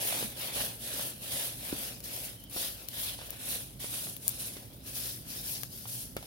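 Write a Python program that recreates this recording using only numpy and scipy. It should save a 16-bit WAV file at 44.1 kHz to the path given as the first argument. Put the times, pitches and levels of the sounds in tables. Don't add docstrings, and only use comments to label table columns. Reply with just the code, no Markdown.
import sys
import numpy as np
from scipy import signal
from scipy.fft import rfft, irfft
from scipy.io import wavfile
from scipy.ndimage import map_coordinates

SR = 44100
rng = np.random.default_rng(int(sys.argv[2]) if len(sys.argv) > 2 else 0)


def unload_audio(sound):
    columns = np.transpose(np.atleast_2d(sound))
    steps = np.round(np.clip(columns, -1, 1) * 32767)
    wavfile.write(sys.argv[1], SR, steps.astype(np.int16))


N = 276066

# f/Hz, level/dB
RUSTLE_SPECTRUM = [(600, 12.5), (1200, -7), (1700, -4.5), (2100, -5.5), (2600, -2), (3100, -3),
                   (3800, -4.5), (4700, -7.5), (5700, -5.5), (7200, -6.5), (8700, -4), (9650, 4),
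                   (11000, 1), (15800, -6.5)]


def broom():
    # f/Hz, left minus right/dB
    lean = [(300, -1), (700, -5.5), (1200, 1.5), (1700, -4.5), (2200, 4), (3400, -5), (5000, -2),
            (7000, -1), (8600, -3.5), (9700, -1), (11500, 5.5), (16000, 2)]
    level_db, rasp_db, bite_db, scrape_db, swing_db = strokes()
    per_s = 9000 * from_db(.7 * (level_db + 38))
    rustle = leaf_rustle(per_s, swing_db) + twig_rasp(.6 * per_s, rasp_db)
    rustle += bristle_ring(per_s, level_db, bite_db, swing_db)
    scrape = ground_scrape(.14 * per_s, scrape_db)
    rustle += from_db(-14.5) * leaf_crackles(.05 * per_s)
    sweep = rock_echo(rustle, echo_db=-9, lag_s=.000706) + scrape
    sides = np.array([[.5], [-.5]])
    return colour(sweep * from_db(level_db + sides * swing_db), lean, share=sides)


def strokes():
    # start/s, rise/s, length/s, rustle level/dB,
    # twig rasp/dB, bristle bite/dB, ground scrape/dB (these three relative to the rustle), swing left/dB
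    pushes = [(-.019, 0.018, 0.24, -33.5, -7.5, -17, -14.5, 0),
              (0.338, 0.071, 0.16, -38.5, -5, -10.5, -12.5, 1),
              (0.512, 0.048, 0.13, -33, -7.5, -16, -14, 0.5),
              (0.778, 0.062, 0.16, -39.5, -8, -11.5, -16, 0),
              (0.895, 0.065, 0.17, -36.5, -9, -18, -14.5, 0.5),
              (1.188, 0.049, 0.24, -40.5, -8.5, -8, -17, 0.5),
              (1.303, 0.017, 0.17, -35, -10, -13.5, -18.5, 0), (1.553, 0.099, 0.21, -40, -7, -15, -16, 1),
              (1.742, 0.049, 0.14, -38.5, -9, -22, -16, 1.14),
              (2.022, 0.021, 0.093, -43, -7, -23, -18, 1.1), (2.088, 0.047, 0.18, -39.5, -10, -24, -17, .5),
              (2.487, .11, 0.17, -34, -10.5, -12.5, -18.5, 1), (2.759, .038, 0.062, -51, 0.5, -13, -8, 2.5),
              (2.86, 0.16, 0.24, -37, -9.5, -8.5, -22.5, 1), (3.162, 0.021, 0.19, -49, -3, -15, -11, 0.8),
              (3.34, .077, 0.099, -44, -8, -13, -20, -0.5), (3.41, 0.099, 0.14, -34, -12, -15, -20, -0.1),
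              (3.791, .012, 0.11, -38.5, -11, -18, -44, -0.3),
              (3.897, 0.043, 0.089, -35, -12.5, -16, -22, 0),
              (3.988, .04, 0.11, -40, -15.5, -24, -18, -0.6),
              (4.192, 0.072, 0.17, -41.5, -12, -17, -20, .1),
              (4.371, 0.036, 0.11, -38, -12.5, -23, -22.5, 0), (4.517, 0.03, 0.12, -52, -5, -19, -5, 2),
              (4.823, 0.063, 0.075, -41, -10, -23, -24, 0.7),
              (4.913, 0.048, 0.19, -37, -13.5, -22, -24.5, 1.5),
              (5.224, 0.089, 0.18, -41.5, -11, -26, -22.5, 1.76),
              (5.416, 0.048, 0.15, -37, -16, -25, -28, 1.5),
              (5.689, 0.04, 0.15, -45.5, -15.5, -18, -34, 1.9),
              (5.852, 0.042, .16, -39, -18.5, -37, -27, 0.4), (6.15, 0.021, 0.16, -52, -7, -15, -7, 1)]
    # rustle level/dB, rasp/dB, bite/dB, scrape/dB, swing left/dB
    stirring = (-58.5, -10.5, 0, -9, 1.7)
    arch_db, settle_db = 1.5, -20.5
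    lift_db_per_s, settle_db_per_s = 110.5, 95
    t = np.arange(N) / SR
    power = np.full(N, from_db(stirring[0]) ** 2)
    blend = np.outer(stirring[1:], power)
    for start, rise, length, db, *manner in pushes:
        age, lifted = t - start, np.maximum(t - start - length, 0)
        speed = np.sin(np.pi * np.clip(age / (length + rise / 2), 0, 1))
        push = np.clip(age / rise, 0, 1) * from_db(db + .61 - arch_db * (1 - speed))
        lift_off = from_db(-lift_db_per_s * lifted)
        settling = from_db(settle_db - settle_db_per_s * lifted)
        push_power = push ** 2 * (lift_off ** 2 + settling ** 2)
        power += push_power
        blend += np.outer(manner, push_power)
    return 10 * np.log10(power), *(blend / power)


def leaf_rustle(per_s, swing_db):
    leaves = grains(per_s, spread_db=3, clump_db=1.6, clump_rate=220, wash_db=16, linger_s=.0059)
    leaves = unit_power(cut(colour(leaves, RUSTLE_SPECTRUM), 3560, "high", order=4))
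    treble = colour(leaves, [(10000, -50), (12500, 1)])
    treble_gain = from_db(1 + 1.9 * swing_db + drift(25))
    return (leaves + treble * (treble_gain - 1)) * from_db(-.6 * swing_db - .87)


def twig_rasp(per_s, rasp_db):
    twigs = grains(per_s, spread_db=4, clump_db=1.45, clump_rate=130, wash_db=9.5, linger_s=.0058)
    twigs = cut(colour(twigs, RUSTLE_SPECTRUM), 4340, "low", order=4)
    return unit_power(cut(twigs, 1360, "high")) * from_db(rasp_db - .13)


def bristle_ring(per_s, level_db, bite_db, swing_db):
    bristles = grains(per_s, spread_db=2.8, clump_db=1.6, clump_rate=110, wash_db=8, linger_s=.003)
    bristles = cut(bristles, 2500, "high")
    bite = unit_power(resonate(bristles, 3260, width_hz=980))
    bite *= from_db(bite_db + .12 * (level_db + 41) + 1.1 * drift(22.03))
    graze = unit_power(resonate(bristles, 5110, width_hz=1550))
    graze *= from_db(-15 + 4.1 * swing_db + 1.2 * drift(22))
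    return bite - graze


def ground_scrape(per_s, scrape_db):
    contacts = grains(per_s, spread_db=3, clump_db=.5, clump_rate=70, wash_db=-9.5, linger_s=.0048)
    # f/Hz, level/dB
    ground_spectrum = [(30, -42), (120, -9.5), (250, -1.5), (400, -5), (560, 2.5), (720, -4), (900, -10.5),
                       (1200, -22.5), (1700, -18.5)]
    return unit_power(colour(contacts, ground_spectrum)) * from_db(scrape_db + 2.3)


def leaf_crackles(per_s):
    sizes = from_db(3.7 * np.minimum(rng.exponential(1, N), 3))
    clicks = sizes * (rng.random(N) < per_s / SR)
    pitches = np.geomspace(1800, 15000, 18)
    leaf = rng.integers(0, len(pitches), N)
    rings = sum((-1) ** k * resonate(clicks * (leaf == k), hz, width_hz=hz / 9)
                for k, hz in enumerate(pitches))
    return unit_power(colour(from_left(rings), RUSTLE_SPECTRUM))


def rock_echo(x, echo_db, lag_s):
    i = np.arange(N)
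    echo = np.array([np.interp(i - lag_s * SR * np.exp(.25 * drift(7)), i, side) for side in x])
    return (x + from_db(echo_db) * echo) / np.sqrt(1 + from_db(echo_db) ** 2)


def knocks():
    # t/s, level/dB, f/Hz, time to fade by 60 dB/s, crack relative to bump/dB
    bumps = [(0.125, -31, 700, 0.026, 3), (0.208, -38, 600, 0.009, -4), (0.226, -28, 470, 0.012, -0.5),
             (0.245, -35, 215, 0.058, -13), (0.603, -34.5, 610, 0.0089, 8.5), (.994, -37, 603, 0.018, 5),
             (1.727, -22, 303, 0.019, -10.5), (2.563, -27, 405, 0.0029, -7), (3.189, -46, 600, 0.011, 11),
             (3.214, -43.5, 587, 0.013, 8), (3.289, -43, 608, .015, -6), (3.327, -45.5, 650, 0.011, 9),
             (3.843, -30, 396, 0.0029, -4), (4.069, -41.5, 650, 0.011, 6.5), (4.567, -40.5, 404, 0.015, 5),
             (5.632, -40.5, 640, 0.011, 0), (5.855, -38.5, 990, 0.0058, 4.5),
             (6.1662, -24.5, 520, 0.007, -2), (6.227, -39, 750, 0.0055, 1)]
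    out, t = np.zeros((2, N)), np.arange(4096) / SR
    for s, db, hz, fade_s, crack_db in bumps:
        bump = np.sin(2 * np.pi * hz * t) * from_db(-60 * t / fade_s) * (1 - np.exp(-t / .0004))
        crack = cut(rng.standard_normal(len(t)), 4340, "low") * from_db(-60 * t / .044)
        knock = bump / np.abs(bump).max() + from_db(crack_db) * crack / np.abs(crack).max()
        add(out, s, from_db(db) * from_left(knock) * from_db([[-1.5], [1.5]]))
    return out + from_db(-10) * forest_echoes(out, fade_s=.17)


def snaps():
    # t/s, level/dB, f/Hz, left minus right/dB, noise relative to ring/dB
    bursts = [(2.0043, -29.5, 11900, 7, -2), (2.04, -26, 12400, 5, -3), (2.164, -23, 12500, 7, -20),
              (2.343, -35, 11000, 6, -13), (2.4392, -34, 13500, 15, -20), (2.498, -32, 9850, 5, -16),
              (2.8866, -18.5, 12900, 8, -3.5), (3.3054, -22, 14000, 15, -16), (4.166, -23.5, 11200, 10, -4),
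              (4.2799, -7, 11200, 10, -9.5), (4.292, -16, 12200, 10, -32), (5.634, -20, 10100, 17.5, 1),
              (6.167, -28, 11000, 23, -3), (6.227, -32, 9960, -2, -12)]
    out, t = np.zeros((2, N)), np.arange(2048) / SR
    for s, db, hz, left_db, noise_db in bursts:
        fade = from_db(-60 * t / .002) + from_db(-16 - 60 * t / .016)
        burst = rng.standard_normal(len(t)) * fade
        ring = cut(resonate(burst, hz, width_hz=4000), 6000, "high")
        crack = ring + from_db(noise_db) * cut(burst, 2200, "high", order=1)
        crack *= from_db(db) / np.abs(crack).max()
        add(out, s, from_left(crack) * from_db([[left_db / 2], [-left_db / 2]]))
    return out + from_db(-10) * forest_echoes(out, fade_s=.044)


def bird():
    # t/s, f/Hz, level/dB
    call = [(2.32, 3080, -80), (2.36, 3120, -59), (2.41, 3050, -56), (2.46, 3130, -57), (2.485, 3000, -60),
            (2.51, 2950, -80)]
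    hz, db = in_time(call)
    waver_hz = 130 * drift(300)
    whistle = np.sin(2 * np.pi * np.cumsum(hz + waver_hz) / SR) * from_db(db) * (db > db.min())
    return forest_echoes(whistle, fade_s=.05)


def rumble():
    # f/Hz, level/dB
    rumble_spectrum = [(20, -25), (40, -21), (54, 3), (68, -6.5), (95, -6), (118, 5), (145, -5),
                       (260, -6.5), (400, -16.5), (600, -23), (1000, -39), (3000, -45), (16000, -60.5)]
    # t/s, level/dB
    swell = [(0, -1), (1.7, 0), (2.7, -3.5), (3.7, 0), (4.6, -1), (5.2, 0.5), (6.26, -1)]
    swell_db, = in_time(swell)
    shared = rng.standard_normal(N) * from_db(swell_db)
    separate = rng.standard_normal((2, N))
    air = from_left(shared, lag_s=.00008) + from_db(-9) * separate + from_db(9) * cut(separate, 726, "high")
    return unit_power(colour(air, rumble_spectrum)) * from_db([[-52.3], [-49.1]])


def forest_echoes(x, fade_s):
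    t = np.arange(SR // 2) / SR
    echoes = rng.standard_normal((2, len(t))) * from_db(-60 * t / fade_s) * (1 - np.exp(-t / .0011))
    echoes /= np.sqrt(np.sum(echoes ** 2, axis=1, keepdims=True))
    return signal.fftconvolve(np.atleast_2d(x), echoes, axes=1)[:, :N]


def grains(per_s, spread_db, clump_db, clump_rate, wash_db, linger_s):
    sizes = from_db(spread_db * np.minimum(rng.exponential(1, N), 4)) * rng.choice([-1, 1], N)
    clicks = sizes * (rng.random(N) < per_s / SR) / np.sqrt(per_s)
    clicks = unit_power(clicks * from_db(clump_db * drift(clump_rate)))
    energy = signal.lfilter([1], [1, -np.exp(-1 / (linger_s * SR))], clicks ** 2 + 1e-12)
    wash = unit_power(np.sqrt(energy) * rng.standard_normal((2, N)))
    return unit_power(from_left(clicks) + from_db(wash_db) * wash)


def from_left(x, lag_s=.0002):
    i = np.arange(len(x))
    return np.array([x, np.interp(i - round(lag_s * SR), i, x, left=0)])


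def from_db(db):
    return 10 ** (np.asarray(db) / 20)


def unit_power(x):
    return x / np.sqrt(np.mean(x ** 2) + 1e-20)


def in_time(rows):
    s, *columns = np.transpose(rows)
    return [np.interp(np.arange(N) / SR, s, c) for c in columns]


def colour(x, points, share=1):
    hz, db = np.transpose(points)
    curve = np.interp(np.log(np.fft.rfftfreq(x.shape[-1], 1 / SR) + 1), np.log(hz), db)
    return irfft(rfft(x) * from_db(share * curve), x.shape[-1])


def cut(x, hz, keep, order=2):
    return signal.sosfilt(signal.butter(order, hz, keep, fs=SR, output="sos"), x)


def resonate(x, hz, width_hz):
    r = np.exp(-np.pi * width_hz / SR)
    feedback = [1, -2 * r * np.cos(2 * np.pi * hz / SR), r * r]
    return signal.lfilter(np.array([1, 0, -1]) * (1 - r * r) / 2, feedback, x)


def drift(rate):
    points = rng.standard_normal(8192)
    return unit_power(map_coordinates(points, [np.arange(N) / SR * rate], order=2, mode="wrap"))


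def add(out, s, sound):
    i = round(s * SR)
    out[:, i:i + sound.shape[1]] += sound[:, :max(N - i, 0)]


def scene():
    return broom() + knocks() + snaps() + bird() + rumble()


def record(dry):
    treble_cut = signal.ellip(12, .1, 80, 16000, fs=SR, output="sos")
    return signal.sosfilt(treble_cut, cut(dry, 28, "high"))


dry = scene()
out = record(dry)
unload_audio(out)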